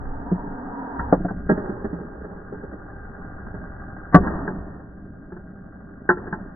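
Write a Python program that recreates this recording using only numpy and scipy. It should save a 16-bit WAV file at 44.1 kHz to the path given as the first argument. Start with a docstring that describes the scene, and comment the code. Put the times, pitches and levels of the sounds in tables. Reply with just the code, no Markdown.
"""A marble machine heard close up on a stereo microphone pair, deep as in slow motion, ending near 2 kHz.
A gear motor whirrs on a droning base board and a low throb dies away, while a wooden lifting arm slides
round, squeaks and knocks. At 1.5 s it drops a steel ball into a trough; the ball bumps along, slowing.
Just after 4 s the launcher shoots it off with a loud clank that overloads the microphones. The ball runs
along wire rails, clacks against them and returns with a hard clack at about 6 s."""
import sys
import numpy as np
from scipy.fft import rfft, irfft, next_fast_len
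from scipy.io import wavfile
from scipy.ndimage import map_coordinates

SR = 44100
rng = np.random.default_rng(int(sys.argv[2]) if len(sys.argv) > 2 else 0)


def bounce(signal):
    """Save signal as a 16-bit WAV file at the path given by the first command-line argument."""
    frames = np.transpose(np.atleast_2d(signal))
    limited = np.clip(frames, -1, 1)
    pcm = np.round(limited * 32767).astype(np.int16)
    wavfile.write(sys.argv[1], SR, pcm)


N = 288899

# Levels over time. Each row: time in seconds, relative level in dB.
MOTOR_EFFORT = [(0, -55.5), (0.95, -49), (2.2, -52.5), (3.3, -48), (4.4, -47), (4.65, -60), (6.55, -53)]  # hardest around the launch, then it idles
BASS_BETWEEN_BLOWS = [(0, -38), (0.45, -42), (0.8, -60), (1.03, -34.5), (1.62, -39.5), (2.2, -47),
                      (3.4, -40), (5.1, -45), (5.75, -48.5), (6.55, -47)]
# Pulsing of the gears. Each row: pulses per shaft turn, depth as a fraction.
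GEAR_PULSES = [(1, 0.17), (2, 0.073), (4, 0.16), (5, 0.22), (11, 0.12), (12, 0.18)]
# Whine of the gears. Each row: frequency in Hz, relative level in dB.
GEAR_TONES = [(107, -3), (786, -7.5), (1428, -6.5), (1470, -14), (1583, -4.5), (1611, -11.5)]
# Colours of the noises. Each row: frequency in Hz, relative spectral density in dB.
GEAR_SPECTRUM = [(200, -34), (500, -11), (780, -7), (950, -16.5), (1200, -6), (1390, -12), (1440, -5),
                 (1520, -12.5), (1600, -1), (1680, -8.5), (1830, -28), (1920, -9), (2050, -29)]
DRONE_SPECTRUM = [(90, -22), (140, -8), (165, -3), (182, 3), (205, -0.5), (240, -6.5), (285, -3.5),
                  (320, -5.5), (355, -20.5), (395, -5), (430, -17.5), (470, -19.5), (650, -15.5),
                  (1200, -57)]
RUMBLE_SPECTRUM = [(5, -8.5), (14, -2), (35, 2), (48, -17), (62, 4), (85, -7.5), (115, -5), (170, -16),
                   (400, -86)]
SLIDE_SPECTRUM = [(150, -30.5), (230, 0), (280, 8.5), (340, -16), (400, -5), (480, -5.5), (620, -13.5),
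                  (730, -2.5), (800, -7), (900, -2.5), (1015, -13.5), (1200, -10.5), (2000, -21.5)]
SQUEAK_SPECTRUM = [(850, -32.5), (930, -3.5), (962, 0), (990, -6), (1040, -29)]
TROUGH_ROLL_SPECTRUM = [(150, -27.5), (300, 0), (420, 4), (510, -5.5), (600, -2), (700, -17), (800, -2.5),
                        (1000, -12), (1250, -10.5), (2000, -21.5)]
RAIL_ROLL_SPECTRUM = [(150, -10.5), (300, 5), (390, 0), (470, -3), (620, -1.5), (725, 0.5), (830, -2.5),
                      (1000, -4.5), (1140, -3), (1270, -4), (1400, -4.5), (1650, -10.5), (1850, -5.5),
                      (2050, -45)]
# Squeaks of the sliding arm. Each row: start in seconds, length in seconds, level in dB.
ARM_SQUEAKS = [(0.246, 0.12, -40.5), (0.691, 0.3, -37.5)]
# Blows on each part. Each row: start in seconds, level in dB, brightness in dB per octave,
# extra body in dB, contact time in seconds.
ARM_BLOWS = [(0.26, -49, -4.5, -4, 0.0055), (0.316, -39, -10, 2.5, 0.0045), (1.125, -21.5, 0, 1, 0.0017),
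             (1.202, -45, -5, 0, 0.0026), (1.247, -33, -1.5, -4, 0.004), (1.304, -39, -3, -5.5, .003)]
RAIL_BLOWS = [(0.993, -33.5, -2.5, -14.5, 0.0019), (1.283, -42, -0.5, -1, 0.0046),
              (4.271, -41, 2.5, -4.5, 0.003), (4.477, -32.5, -4, -1.5, 0.0018),
              (5.32, -46.5, -7, 1.5, .002), (5.364, -49.5, -4, 1, 0.0031), (6.09, -21.5, 0.1, 0.5, .005),
              (6.1, -29, 0, -0.5, 0.0026), (6.17, -48.5, 1, 12, .0088), (6.268, -53, 3.5, 16.5, .01),
              (6.326, -30.5, -4, -12, 0.0047)]
TROUGH_BLOWS = [(1.491, -24, 0.6, 0.5, 0.01), (1.509, -29, -1, -2.5, 0.0044), (1.571, -39, -1, 3, .014),
                (1.69, -39.5, -3.5, -2, 0.0046), (1.843, -37, -1.5, 0.5, 0.0053),
                (1.929, -42.5, -6, -8.5, 0.0026), (2.24, -50, 2, 10.5, .011),
                (2.523, -46.5, -0.5, 6, 0.0065), (2.629, -48.5, -3, 5.5, 0.0056),
                (2.728, -52.5, 0, 7.5, 0.0091), (3.244, -51, -5.5, -8, 0.0033),
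                (3.456, -50.5, -4, -14, .004), (3.541, -45.5, -2, -2, 0.0015), (3.611, -50, -3.5, -6, .004)]
LAUNCHER_BLOWS = [(4.125, -40, 2.2, 0.013, 0.0043), (4.134, -35.5, 3.5, 0, 0.0017),
                  (4.1444, -10.5, -0.5, 0, .002), (4.155, -19, 0.5, 1, 0.0027)]
# Ringing of each part. Each row: frequency in Hz, relative level in dB, seconds to fall by 60 dB.
ARM_MODES = [(179.4, 5.5, 0.12), (286, 2.5, 0.074), (356.7, -3, 0.086), (533, -3.5, 0.087),
             (630, -11.5, 0.036), (706.4, 5, 0.056), (834, -11.5, .035), (970, -9, 0.023),
             (1034, -10, 0.058), (1170, 2, 0.038), (1380, -4.5, 0.037), (1740, -24, .04)]
RAIL_MODES = [(178, -2.5, 0.072), (340, -7, 0.1), (361, -2.5, 0.17), (405, 3.5, 0.074), (483, -9.5, 0.08),
              (712, -10.5, 0.11), (860, -7.5, 0.12), (928, -13, 0.12), (1044, -12, 0.095),
              (1323, -6, 0.053), (1366, -13.5, 0.11), (1526, -5, 0.06), (1643, -6.5, 0.059),
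              (1735, -15, .05), (1884, -17.5, 0.034)]
TROUGH_MODES = [(194.3, -17.5, 0.073), (297.5, -5, 0.029), (409.6, 1, 0.1), (521, -22.5, 0.13),
                (621, 0, .09), (796, -4.5, .09), (889, -2.5, 0.16), (1070, -24.5, 0.056),
                (1350, -22.5, .08), (1368, -7, 0.069), (1500, -20.5, 0.054), (1622, -10.5, 0.089),
                (1862, -11.5, 0.051)]
LAUNCHER_MODES = [(66.5, -24.5, 0.56), (176, 2, 0.075), (243.6, -0.5, 0.033), (290, -0.5, .05),
                  (384, -16, 0.29), (558, -16, 0.096), (720.6, -8, .085), (923, -11.5, 0.036),
                  (923.5, -18, 0.092), (1141, -3.5, 0.069), (1496, -18, 0.08), (1530, -10.5, 0.054),
                  (1819, -15, 0.072), (2020, -17, 0.076)]
# The five edges, in Hz, of a blow's four registers: thump, body, ring, click.
REGISTER_EDGES = [110, 300, 620, 1200, 2100]
# How each part answers a blow. Each list: thump, body, ring and click in dB relative to the blow.
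ARM_REGISTERS = [5, 4.5, 2.6, -11.5]
RAIL_REGISTERS = [-5, 1.8, -1.5, 5]
TROUGH_REGISTERS = [6, 4.8, -2.5, -4]
LAUNCHER_REGISTERS = [5, 0, 1.65, -7.5]
# The ball's runs along the wires. Each row: start in seconds, level in dB, fade in dB per second.
WIRE_RUNS = [(4.2, -26, 42), (6.12, -40.5, 26)]
# How alike the two microphones hear a noise. Each row: frequency in Hz, left-right correlation.
MIC_LIKENESS = [(60, 0.98), (150, 0.97), (300, 0.97), (600, 0.46), (1000, 0.63), (1600, 0.28)]

SHAFT_HZ = 12  # turns a second
NOISE_TOP_HZ = 1903.5  # all the noise is cut off steeply near 1.9 kHz
ROLL_ATTACK_S, ROLL_RELEASE_S = 0.07, 0.1


def amp(db):
    """Decibels to gain."""
    return 10 ** (np.asarray(db) / 20)


def unit(x):
    """x at rms 1."""
    return x / np.sqrt(np.mean(x ** 2) + 1e-20)


def along(points, hz):
    """The value at hz of a curve through (Hz, value) points on a log axis."""
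    point_hz, values = np.transpose(points)
    return np.interp(np.log(hz + 1), np.log(np.sort(point_hz) + 1), values)


def gains(rows):
    """One gain per sample from (seconds, dB) points."""
    return amp(np.interp(np.arange(N) / SR, *np.transpose(rows)))


def since(start):
    """Seconds since start, zero before it."""
    return np.maximum(np.arange(N) / SR - start, 0)


def held(start, end, attack, release):
    """An envelope that rises from start, holds until end and falls."""
    return np.clip(since(start) / attack, 0, 1) * np.clip(1 - since(end) / release, 0, 1)


def fading(start, db, attack, fade_db_per_s):
    """An envelope that rises from start and dies away steadily."""
    return np.clip(since(start) / attack, 0, 1) * amp(db - fade_db_per_s * since(start))


def wobble(rate):
    """A smooth random curve, rate knots a second."""
    knots = rng.standard_normal(int(N * rate / SR) + 4)
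    return map_coordinates(knots, [np.arange(N) * rate / SR])


def filtered(x, response):
    """x through a filter whose gain is response(Hz)."""
    length = x.shape[-1]
    padded = next_fast_len(length + 8192)
    return irfft(rfft(x, padded) * response(np.fft.rfftfreq(padded, 1 / SR)), padded)[..., :length]


def stereo(pair, spectrum):
    """Two unrelated signals become coloured noise of rms 1, partly alike at the two microphones."""
    def response(hz):
        angle = np.arccos(np.clip(along(MIC_LIKENESS, hz), -1, 1)) / 2
        colour = amp(along(spectrum, hz)) / np.sqrt(1 + (hz / NOISE_TOP_HZ) ** 100)
        return colour * [np.cos(angle), np.sin(angle)]
    mid, side = filtered(pair, response)
    return unit(np.array([mid + side, mid - side]))


def placed(x, right_lead_ms, left_db):
    """A source's place: how much sooner the right microphone hears it, how much louder the left."""
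    sides = np.array([[1], [-1]])
    lag_s = right_lead_ms / 1000
    return amp(sides * left_db / 2) * filtered(x, lambda hz: np.exp(-1j * np.pi * hz * lag_s * sides))


def rubbing(spectrum, rate, grain_db):
    """Fine friction noise with tiny random contacts, rate a second."""
    contacts = (rng.random(N) < rate / SR) * rng.standard_normal((2, N))
    return stereo(rng.standard_normal((2, N)) + amp(grain_db) * unit(contacts), spectrum)


def motor():
    """Just left of centre, the gears whirr in pulses tied to the shaft and whine faintly."""
    speed = 1 + 0.002962 * wobble(2.8) + 0.003 * wobble(30)  # never quite steady
    clock = np.cumsum(speed) / SR
    pulsing = 1 + sum(depth * np.cos(2 * np.pi * (order * SHAFT_HZ * clock + rng.random()))
                      for order, depth in GEAR_PULSES)
    whine = sum(amp(db) * np.sin(2 * np.pi * (hz * clock + rng.random())) for hz, db in GEAR_TONES)
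    whirr = rubbing(GEAR_SPECTRUM, rate=84, grain_db=-10.5)
    gears = amp(1.5) * gains(MOTOR_EFFORT) * pulsing * (whirr + whine)
    return placed(gears, right_lead_ms=-0.068, left_db=0.7)


def board():
    """The base board drones and rumbles under the motor, and more strongly after each blow."""
    shake = shaking()
    drone_level = amp(-2.5) * np.hypot(amp(-40.5), shake)
    drone = drone_level * rubbing(DRONE_SPECTRUM, rate=32, grain_db=-7)
    rumble_level = amp(2) * np.hypot(gains(BASS_BETWEEN_BLOWS), amp(-8) * shake)
    rumble = rumble_level * stereo(rng.standard_normal((2, N)), RUMBLE_SPECTRUM)
    return placed(drone, right_lead_ms=0.075, left_db=-0.6) + rumble


def throb():
    """A very deep throb on both microphones dies away in the first half second."""
    spectrum = [(8, -29.5), (14, -11.5), (20, 12), (35, -16), (70, -32), (200, -71.5)]  # Hz, dB
    return amp(-22.5 - 28 * since(0)) * stereo(rng.standard_normal((2, N)), spectrum)


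def arm():
    """Near the centre, the wooden arm slides round, squeaks faintly and knocks as it takes the ball up."""
    slide_end_s, release_s = 1.127, 0.11
    pressure = amp(-37.5 + 4.5 * since(0))  # it rubs harder as it lifts
    release = np.clip(1 - since(slide_end_s) / release_s, 0, 1)
    slide = pressure * release * rubbing(SLIDE_SPECTRUM, rate=170, grain_db=-11)
    squeak_level = sum(amp(db) * held(start, start + length, attack=0.025, release=0.17)
                       for start, length, db in ARM_SQUEAKS)
    squeak = squeak_level * rubbing(SQUEAK_SPECTRUM, rate=160, grain_db=-4.5)
    knocks = strikes(ARM_BLOWS, ARM_MODES, ARM_REGISTERS, clatter_db=-4.5, clatter_t60=0.075, vary_db=5.5)
    friction = placed(slide + squeak, right_lead_ms=0.2, left_db=-1)
    return friction + placed(knocks, right_lead_ms=-0.037, left_db=-0.1)


def registers(tone, db, brightness):
    """The dB of a blow's four registers: the part's tone, tilted by the hardness of the blow."""
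    octaves = np.log2(np.multiply(REGISTER_EDGES[1:], REGISTER_EDGES[:-1])) / 2
    return db + np.array(tone) + brightness * (octaves - octaves.mean())


def voiced(blow, levels_db):
    """Where and how hard a blow lands sets the strength of its registers over the first 35 ms."""
    edges, head = np.array(REGISTER_EDGES), int(0.035 * SR)
    centres = np.sqrt(edges[1:] * edges[:-1])
    for _ in range(2):
        power = 2 * np.abs(rfft(blow.mean(0)[:head], SR)) ** 2 / (SR * head)
        change_db = levels_db - 10 * np.log10(np.add.reduceat(power, edges)[:-1] + 1e-20)
        deep_bass = (edges[0], np.median(change_db))  # follows the whole
        curve = [deep_bass, *zip(centres, change_db)]
        blow = filtered(blow, lambda hz: amp(along(curve, hz)))
    return blow


def strikes(blows, modes, tone, clatter_db, clatter_t60, vary_db):
    """Each blow rings the part's modes and a dense clatter of the frame around it."""
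    t = np.arange(SR // 2) / SR
    out = np.zeros((2, N + SR))
    hz, mode_db, t60 = np.transpose(modes)[:, :, None]
    frame_spectrum = [(60, -17.5), (180, -5.5), (600, -3), (2000, -15)]  # Hz, dB
    for start, db, brightness, body_db, contact_s in blows:
        struck_db = mode_db + vary_db * rng.standard_normal(hz.shape)
        decays = amp(struck_db - 60 * t / t60)
        ring = np.sum(decays * np.sin(2 * np.pi * (hz * t + rng.random(hz.shape))), 0)
        clatter = stereo(rng.standard_normal((2, len(t))), frame_spectrum) * amp(-60 * t / clatter_t60)
        onset = 1 - np.exp(-t / max(contact_s, 1e-4))
        blow = (unit(ring) + amp(clatter_db) * unit(clatter)) * onset
        levels_db = registers(tone, db, brightness)
        levels_db[1] += body_db  # some spots ring more hollowly than others
        out[:, round(start * SR):][:, :len(t)] += voiced(blow, levels_db)
    return out[:, :N]


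def shaking():
    """The level of the board's shaking: each blow adds to it in step with its thump, then it dies away."""
    parts = [(ARM_BLOWS, ARM_REGISTERS), (TROUGH_BLOWS, TROUGH_REGISTERS),
             (LAUNCHER_BLOWS, LAUNCHER_REGISTERS), (RAIL_BLOWS, RAIL_REGISTERS)]
    power = np.zeros(N)
    for blows, tone in parts:
        for start, db, brightness, *_ in blows:
            thump_db = registers(tone, db, brightness)[0]
            power += fading(start, -17.5 + 0.73 * thump_db, attack=0.069, fade_db_per_s=34.5) ** 2
    return np.sqrt(power)


def rails():
    """Straight ahead, the ball clacks on metal and runs down the wires, slowing, on launch and return."""
    speed = sum(fading(start, db, ROLL_ATTACK_S, fade) for start, db, fade in WIRE_RUNS)
    roll = speed * amp(0.83 * wobble(13)) * rubbing(RAIL_ROLL_SPECTRUM, rate=110, grain_db=-10.5)
    clacks = strikes(RAIL_BLOWS, RAIL_MODES, RAIL_REGISTERS, clatter_db=-8.5, clatter_t60=0.1, vary_db=3)
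    return (placed(roll, right_lead_ms=-0.05, left_db=0.3)
            + placed(clacks, right_lead_ms=-0.099, left_db=0.2))


def trough():
    """A little to the right, the ball falls into the trough, rebounds and bumps along, slowing down."""
    landing, launch = TROUGH_BLOWS[0][0], LAUNCHER_BLOWS[-1][0]
    fast_db, slow_db, settle_s = -30.5, -54, 0.86
    speed_db = slow_db + (fast_db - slow_db) * np.exp(-since(landing) / settle_s)
    roll_level = held(landing, launch, ROLL_ATTACK_S, ROLL_RELEASE_S) * amp(speed_db + 1.4 * wobble(14))
    roll = roll_level * rubbing(TROUGH_ROLL_SPECTRUM, rate=21, grain_db=-10)
    blows = list(TROUGH_BLOWS) + soft_bumps(landing, launch, count=5)
    bumps = strikes(blows, TROUGH_MODES, TROUGH_REGISTERS, clatter_db=-4, clatter_t60=0.097, vary_db=7)
    return placed(roll + bumps, right_lead_ms=0.17, left_db=-2)


def soft_bumps(start, end, count):
    """Faint chance blows scattered over the ball's way along the trough."""
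    db, spread_db, brightness, body_db, contact_s = -55.5, 1.5, -3.5, 0, 0.007
    times = start + (end - start) * (np.arange(count) + rng.random(count)) / count
    return [(time, db + spread_db * rng.standard_normal(), brightness, body_db, contact_s)
            for time in times]


def launcher():
    """A little to the left, two small ticks, then a heavy clank and its rebound as the ball is shot off."""
    clank = strikes(LAUNCHER_BLOWS, LAUNCHER_MODES, LAUNCHER_REGISTERS,
                    clatter_db=-16, clatter_t60=0.13, vary_db=3.5)
    return placed(clank, right_lead_ms=-0.1, left_db=1.8)


def scene():
    """The whole machine as it reaches the microphone pair."""
    return motor() + board() + throb() + arm() + trough() + launcher() + rails()


def saturate(x, ceiling, hardness):
    """Overload rounds the peaks off below a ceiling."""
    return x / (1 + np.abs(x / ceiling) ** hardness) ** (1 / hardness)


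def record(dry):
    """The loudest blows overload the microphones; the band ends near 2 kHz; tall peaks saturate again."""
    slow_motion_top_hz = 2007
    overloaded = saturate(dry, ceiling=0.99, hardness=8)
    deep = filtered(overloaded, lambda hz: 1 / np.sqrt(1 + (hz / slow_motion_top_hz) ** 90))
    return filtered(saturate(deep, ceiling=1, hardness=40), lambda hz: hz < 16000)


dry = scene()
out = record(dry)
bounce(out)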